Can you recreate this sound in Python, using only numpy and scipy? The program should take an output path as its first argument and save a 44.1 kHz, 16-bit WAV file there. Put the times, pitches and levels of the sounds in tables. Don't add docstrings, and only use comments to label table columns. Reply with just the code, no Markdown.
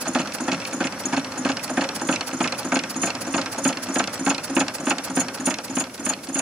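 import sys
import numpy as np
from scipy import signal
from scipy.fft import rfft, irfft, next_fast_len
from scipy.io import wavfile
from scipy.ndimage import uniform_filter1d

SR = 44100
rng = np.random.default_rng(int(sys.argv[2]) if len(sys.argv) > 2 else 0)


def nominal_scale(level):
    x = np.asarray(level, float) / 20
    return 10 ** x


def master(y):
    cut = np.clip(np.atleast_2d(y).T, -1, 1)
    pcm = np.round(cut * 32767)
    wavfile.write(sys.argv[1], SR, pcm.astype(np.int16))


N = 282681


def colour(x, points):
    hz, db = np.transpose(points)
    size = next_fast_len(x.shape[-1])
    bins = np.fft.rfftfreq(size, 1 / SR) + 1
    gain = nominal_scale(np.interp(np.log(bins), np.log(hz), db))
    y = irfft(rfft(x, size) * gain, size)[..., :x.shape[-1]]
    return y * np.sqrt(np.mean(x ** 2) / np.mean(y ** 2))


def strikes(times, db):
    train = np.zeros(N)
    places = np.clip((np.asarray(times) * SR).astype(int), 0, N - 1)
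    np.add.at(train, places, nominal_scale(db))
    return train


def contact(train, rise_s, fall_s, grit):
    t = np.arange(int(.1 * SR)) / SR
    shape = (1 - np.exp(-(t / rise_s) ** 2)) * np.exp(-t / fall_s)
    shape /= np.sqrt(np.sum(shape ** 2))
    grains = rng.standard_normal(N) * nominal_scale(grit * rng.exponential(size=N))
    return signal.fftconvolve(train, shape)[:N] * grains / grains.std()


def ring(force, modes, lag_s, spread, pan_db):
    out = np.zeros((2, N))
    force = np.atleast_2d(force)
    for k, (hz, db, t60) in enumerate(modes):
        sign = (-1) ** k
        pole = np.exp(2j * np.pi * hz / SR - np.log(1000) / (t60 * SR))
        z = sign * nominal_scale(db) * signal.lfilter([1], [1, -pole], force)
        turn = np.pi * hz * lag_s + spread * sign
        left = nominal_scale(pan_db / 2) * (z[0] * np.exp(-1j * turn)).imag
        right = nominal_scale(-pan_db / 2) * (z[-1] * np.exp(1j * turn)).imag
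        out += np.array([left, right])
    return out


def wide_noise(cross_hz):
    mid, side = rng.standard_normal((2, N))
    side = signal.sosfilt(signal.butter(1, cross_hz, "high", fs=SR, output="sos"), side)
    return np.array([mid + side, mid - side]) / np.sqrt(2)


def walk(rate):
    k = int(SR / rate)
    return uniform_filter1d(np.repeat(rng.standard_normal(N // k + 1), k), k)[:N]


def apart(force, share):
    t = np.arange(256) / SR
    echo = rng.standard_normal(len(t)) * np.exp(-t / 0.0031)
    echo /= np.sqrt(np.sum(echo ** 2))
    side = share * signal.fftconvolve(force, echo)[:N] * np.sign(walk(150))
    return np.array([force + side, force - side]) / np.sqrt(1 + share ** 2)


# main blow in seconds, then level above usual in dB of the blow, the rebound,
# the link swinging in and the link swinging back.
TURNS = [(0.1503, 2, -1, -5, -21), (0.478, 0.5, 0.5, -10, -25), (0.803, 0.5, -2, -19, -29),
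         (1.1266, 0, -1.5, -25, -26), (1.4504, 2, -2, -21, -24), (1.7708, 1.5, -0.5, -16, -16),
         (2.087, 2, 0, 1, 5), (2.4032, 2, 0, -19, 0), (2.7189, 2.5, 0.5, -21, 3), (3.031, 0, -4.5, 4.5, 9),
         (3.339, 0.5, -2, -5, -0.5), (3.6508, 2, -2, 2, 7), (3.9566, 2, 3, 0.5, 2),
         (4.2634, 2.5, 2, -2, 1.5), (4.565, 3, 3.5, 0, 5), (4.868, 1, 2.5, -4, 3),
         (5.1671, -0.5, -6, 1, 5.5), (5.4685, 1.5, -2, 4.5, -0.5), (5.7664, -0.5, -7, 1, 5.5),
         (6.061, -3.5, -3.5, -0.5, 2), (6.3538, -3.5, -3, 1, 0.5)]
STAGES = ("free", "blow", "rebound", "in", "back")


def each_turn(parts):
    jitter_s, scatter_db = .001, 1.5
    table = np.array(TURNS, float)
    blow_s = table[:, 0].copy()
    s = np.concatenate([[2 * blow_s[0] - blow_s[1]], blow_s, [2 * blow_s[-1] - blow_s[-2]]])
    table[:, 0] = 0
    turn = np.arange(len(table))
    age = turn / turn[-1]
    rows = []
    for stage, first, last, first_db, last_db, *more in parts:
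        chance = rng.standard_normal((2, len(turn)))
        place = turn + first + (last - first) * age
        at = np.interp(place, np.arange(len(s)) - 1, s) + jitter_s * chance[0]
        db = first_db + (last_db - first_db) * age
        db = db + table[:, STAGES.index(stage)] + scatter_db * chance[1]
        rows.append(np.array([at, db] + [m + 0 * at for m in more]))
    rows = np.hstack(rows)
    return rows[:, rows[0] < N / SR]


# time in seconds, level in dB.
FLAME = [
    (0, -36),
    (3, -35.5),
    (5.3, -38),
    (5.7, -40),
    (5.85, -44.5),
    (6.41, -44),
]
# frequency in Hz, density in dB per Hz.
FLAME_COLOUR = [(35, -52), (60, -24.5), (265, 1), (406, -15), (532, -4), (697, -11), (1340, -9),
                (2630, -20.5), (3290, -25.5), (6770, -27), (10600, -39), (13000, -70)]


def burner():
    s, db = np.transpose(FLAME)
    flow = nominal_scale(np.interp(np.arange(N) / SR, s, db) + 1.2 * walk(12))
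    nozzle = [(5590, 2.5, 0.02), (556, -9, 0.027), (111.5, -16.5, 0.26)]  # Hz, dB, t60 in s
    whistle = ring(rng.standard_normal(N), nozzle, 5e-5, 0.22, 0)
    return flow * (colour(wide_noise(3400), FLAME_COLOUR) + nominal_scale(-27) * whistle)


# frequency in Hz, density in dB per Hz.
SHOP_COLOUR = [(15, -55), (25, -10), (263, 9.5), (520, 5.5), (3080, -12.5), (5630, -10), (9010, -12),
               (10500, -9.5), (13000, -19.5)]


def workshop():
    return nominal_scale(-42.5) * colour(wide_noise(1500), SHOP_COLOUR)


# share of a turn after the puff of air, level in dB.
CLATTER = [
    (0, -2.5),
    (.12, -4),
    (.2, -4),
    (.38, -11.5),
    (.44, 0),
    (.62, 0.5),
    (.7, -4.5),
    (.86, -10),
    (1, -18.5),
]


def clatter():
    t = np.arange(N) / SR
    s = np.transpose(PUFFS)[0]
    turn = np.interp(t, np.append(s, 2 * s[-1] - s[-2]), np.arange(len(s) + 1)) % 1
    level = nominal_scale(np.interp(turn, *np.transpose(CLATTER)) + np.interp(t, [5.2, 6.0], [0, -4]))
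    impacts = rng.uniform(-1, 1, N) * (rng.random(N) < .008)
    return level * impacts * nominal_scale(4 * walk(60))


# time in seconds, peak in dB.
PUFFS = [(0.0106, -32), (0.3396, -33.5), (0.6674, -38.5), (0.9926, -37.5), (1.314, -50), (1.634, -33),
         (1.951, -33.5), (2.27, -33.5), (2.5835, -32.5), (2.897, -34), (3.21, -35), (3.52, -34.5),
         (3.827, -33.5), (4.133, -34), (4.4377, -33), (4.743, -33), (5.041, -33), (5.34, -36.5),
         (5.64, -37.5), (5.94, -42), (6.235, -40)]
# frequency in Hz, density in dB per Hz.
PUFF_COLOUR = [(880, -71), (1500, 3), (3790, -6), (4660, -1), (7120, 0.5), (8760, -10), (10100, 6),
               (14300, -33), (15800, -22)]
# frequency in Hz, level in dB, t60 in seconds.
SEAL = [(4840, 7.5, 0.0083), (8020, -9, 0.09), (10700, 2.5, 0.025), (12280, 1.5, 0.02),
        (15220, -1.5, 0.012)]


def seal():
    s, db = np.transpose(PUFFS)
    t = np.arange(int(.06 * SR)) / SR
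    burst = np.exp(-((t - .014) / 0.012) ** 2)
    swell = signal.fftconvolve(strikes(s - .006, db), burst)[:N]
    air = colour(wide_noise(3000), PUFF_COLOUR) * nominal_scale(np.array([[-1.5], [1.5]]))
    edge = ring(swell * rng.standard_normal(N), SEAL, 4e-5, 0.53, -3.7)
    return nominal_scale(3.5) * swell * air + nominal_scale(-22.5) * edge


# stage, share of a turn after the main blow at first and at last,
# peak in dB at first and at last, bright pin modes minus peak in dB.
TICKS = [
    ("free", -.284, -.288, -28, -30, -2),
    ("free", -.235, -.23, -31, -33, -4),
    ("free", .44, .44, -31, -34, -12),
    ("rebound", .113, .12, -24, -26, -5),
    ("blow", 0, 0, -18, -19, -10),
    ("blow", .035, .04, -29, -27, -7),
    ("rebound", .121, .127, -18, -18, -7.5),
    ("rebound", .16, .15, -26, -27, -3),
    ("free", .6, .6, -33, -33, 2),
]
# time in seconds, peak in dB.
ROCKER = [(0.215, -25), (0.5444, -23), (0.8694, -20), (1.195, -26), (1.5167, -22.5), (1.8394, -19.5),
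          (2.1585, -17), (2.4747, -16.5), (2.79, -16.5), (3.1028, -19), (3.414, -18), (3.7265, -21),
          (4.039, -19), (4.3455, -19.5), (5.5402, -18), (5.8392, -25.5), (6.1345, -21)]
# time in seconds, peak in dB.
REVERSAL = [(0.273, -26), (0.6, -29), (0.9226, -24), (1.245, -25), (1.5688, -21), (1.8886, -20.5),
            (2.2084, -19), (2.5226, -19), (2.836, -21), (3.1501, -22.5), (3.459, -20), (3.771, -23),
            (4.0737, -19.5), (4.3799, -22), (4.6812, -18), (4.9825, -19), (5.283, -22.5), (5.585, -24)]
# time in seconds, peak in dB, bright pin modes minus peak in dB.
STRAYS = [
    (0.3205, -27.5, 0.5),
    (0.616, -21.5, -14),
    (0.6502, -19, -5.5),
    (1.5936, -27, -11),
    (2.546, -27, -14),
]


def all_ticks():
    def with_pin(hits, pin_db):
        return np.vstack([np.transpose(hits), np.full(len(hits), pin_db)])

    return np.hstack([each_turn(TICKS), with_pin(ROCKER, -2.5), with_pin(REVERSAL, -1), np.transpose(STRAYS)])


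# frequency in Hz, level in dB, t60 in seconds.
RODS = [(2215, -2, 0.013), (2400, -3, 0.018), (2612, 4.5, 0.0068), (3057, -7, 0.015), (3364, -7.5, 0.012)]
# frequency in Hz, level in dB, t60 in seconds.
PINS = [(4293, 9.5, 0.013), (4620, 8, 0.0075), (5063, 2, 0.026), (5350, 4, 0.01), (6080, -3.5, 0.023),
        (7400, -24, 0.024)]


def joints(play):
    s, db, pin_db = all_ticks()
    dull = contact(strikes(s, db), 0.00044, 0.0085, 2.2) + nominal_scale(-33.0) * play
    rods = ring(apart(dull, 0.42), RODS, 3e-5, 0.11, -3.5)
    bright = contact(strikes(s - .001, db + pin_db), 0.0018, 0.0021, 2.4) + nominal_scale(-35.0) * play
    bright = apart(bright, 0.62)
    pins = ring(bright, PINS, 3e-5, 0.21, -1.7)
    crack = colour(bright, [(1500, 13), (3500, 16.5), (7000, 15.5), (11000, -2.5)])
    return nominal_scale(-1.5) * rods + nominal_scale(-7.5) * pins + nominal_scale(15.5) * crack


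# stage, share of a turn after the main blow at first and at last,
# peak in dB at first and at last.
THUMPS = [
    ("free", -.232, -.235, -24, -24),
    ("free", -.19, -.19, -20.5, -27.5),
    ("free", -.125, -.125, -27, -30),
    ("blow", 0.0093, 0.0088, -16.5, -16),
    ("blow", 0.0409, .05, -28.5, -27),
    ("rebound", 0.14, .152, -17.5, -25),
    ("blow", 0.0822, .08, -25, -27),
    ("free", .378, .382, -35, -33.5),
]
# stage, share of a turn after the main blow at first
# and at last, peak in dB at first and at last.
KNOCKS = [
    ("free", -0.237, -0.2097, -24, -29.5),
    ("blow", 0.01, 0.01, -18.5, -20),
    ("blow", 0.0605, 0.058, -36, -28.5),
    ("rebound", .148, 0.1384, -19, -20),
    ("blow", 0.0018, 0.0028, -27, -31.5),
    ("free", .6, .6, -28.5, -40.5),
]
# frequency in Hz, level in dB, t60 in seconds.
BOX_LOW = [(222.4, 0.5, 0.098), (223.2, -0.5, 0.095), (268, 7.5, 0.058), (348.6, 2, 0.036)]
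# frequency in Hz, level in dB, t60 in seconds.
BOX_HIGH = [(544.3, -2.5, 0.078), (626, -8, 0.11), (700.6, -1.5, 0.051), (824, 2.5, 0.03), (958, -1, 0.027),
            (1041, -5, 0.044), (1320, 6, 0.014), (1369, -2, 0.058), (1552, 4.5, 0.014), (1879, -8.5, 0.036)]


def box(play):
    s, db = each_turn(THUMPS)
    blows = strikes(s, db)
    push = signal.fftconvolve(blows, np.hanning(80) / 40)[:N]
    push = push + 0.32 * contact(blows, 0.0073, 0.0036, 0)
    low = ring(push, BOX_LOW, 2.5e-5, 0.015, -0.066)
    reversal = np.transpose(REVERSAL) + [[.002], [-4]]
    s, db = np.hstack([each_turn(KNOCKS), reversal])
    knocks = contact(strikes(s - .003, db), 0.0018, 0.012, 1.3)
    high = ring(knocks + nominal_scale(-31.5) * play, BOX_HIGH, 3e-5, 0.09, 0)
    return nominal_scale(-2.5) * low + nominal_scale(-3.5) * high


# stage, share of a turn after the main blow at first and at last,
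# peak in dB at first and at last, high modes minus peak in dB.
RATTLES = [
    ("free", -0.21, -0.21, -26, -34, -7.5),
    ("free", -0.12, -0.073, -36.5, -35, -12),
    ("in", -0.041, -0.025, -28.5, -22.5, -4.5),
    ("free", 0.0084, 0.057, -32.5, -28, -9.5),
    ("back", 0.074, .12, -32, -20, -9.5),
    ("free", 0.15, 0.18, -28, -45, -13),
]
# frequency in Hz, level in dB, t60 in seconds.
LINK = [(6696, 1, 0.035), (6712, 6.5, 0.0085), (7300, -8, 0.015)]
# frequency in Hz, level in dB, t60 in seconds.
LINK_HIGH = [(8860, -4, 0.0088), (9268, 2, 0.018), (10250, -3, .012), (13150, -12.5, 0.094),
             (14600, 0, 0.073)]


def link():
    s, db, high_db = each_turn(RATTLES)
    rise_s, grit_db = .008, 2.4
    buzz = apart(contact(strikes(s - .009, db), rise_s, 0.008, grit_db), 0.43)
    high_buzz = apart(contact(strikes(s - .009, db + high_db), rise_s, 0.0089, grit_db), 0.35)
    main = ring(buzz, LINK, 6e-5, 0.39, 0)
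    high = ring(high_buzz, LINK_HIGH, 5e-5, 0.73, -5.5)
    fizz = colour(buzz, [(4000, -56), (7000, -18), (10500, 26)])
    return nominal_scale(5) * main + nominal_scale(8) * high + nominal_scale(0.5) * fizz


def room(engine):
    t60_s, level_db = 0.29, -13
    t = np.arange(int(.5 * SR)) / SR
    tail = wide_noise(1800)[:, :len(t)] * np.exp(-np.log(1000) * t / t60_s) * (t > .003)
    tail = colour(tail, [(60, 25.5), (1000, -7), (5000, -6), (14000, -33.0)])
    tail /= np.sqrt(np.sum(tail[0] ** 2))
    return nominal_scale(level_db) * signal.fftconvolve(engine.mean(axis=0)[None], tail, axes=1)[:, :N]


def scene():
    play = clatter()
    bass_cut = signal.butter(4, 165, "high", fs=SR, output="sos")
    treble_cut = signal.butter(6, 11300, fs=SR, output="sos")
    boxed = joints(play) + box(play) + link()
    engine = signal.sosfilt(np.vstack([bass_cut, treble_cut]), boxed) + seal()
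    return engine + room(engine) + burner() + workshop()


def roll_off(x):
    return signal.sosfilt(signal.butter(12, 15970, fs=SR, output="sos"), x)


def record(dry):
    hz, _, z = signal.stft(dry, SR, nperseg=2048)
    power = uniform_filter1d(np.mean(abs(z) ** 2, axis=0), size=8, axis=0)
    total = power.sum(axis=0)
    busy = (total / total.mean()) ** 0.67
    floor_db = np.interp(hz, [9500, 11600, 13000, 15800, 15900], [-210, -156, -157, -150, 0])
    audible = power > busy * nominal_scale(floor_db)[:, None]
    mix = signal.istft(z * audible, SR, nperseg=2048)[1][:, :N]
    return roll_off(mix)


dry = scene()
out = record(dry)
master(out)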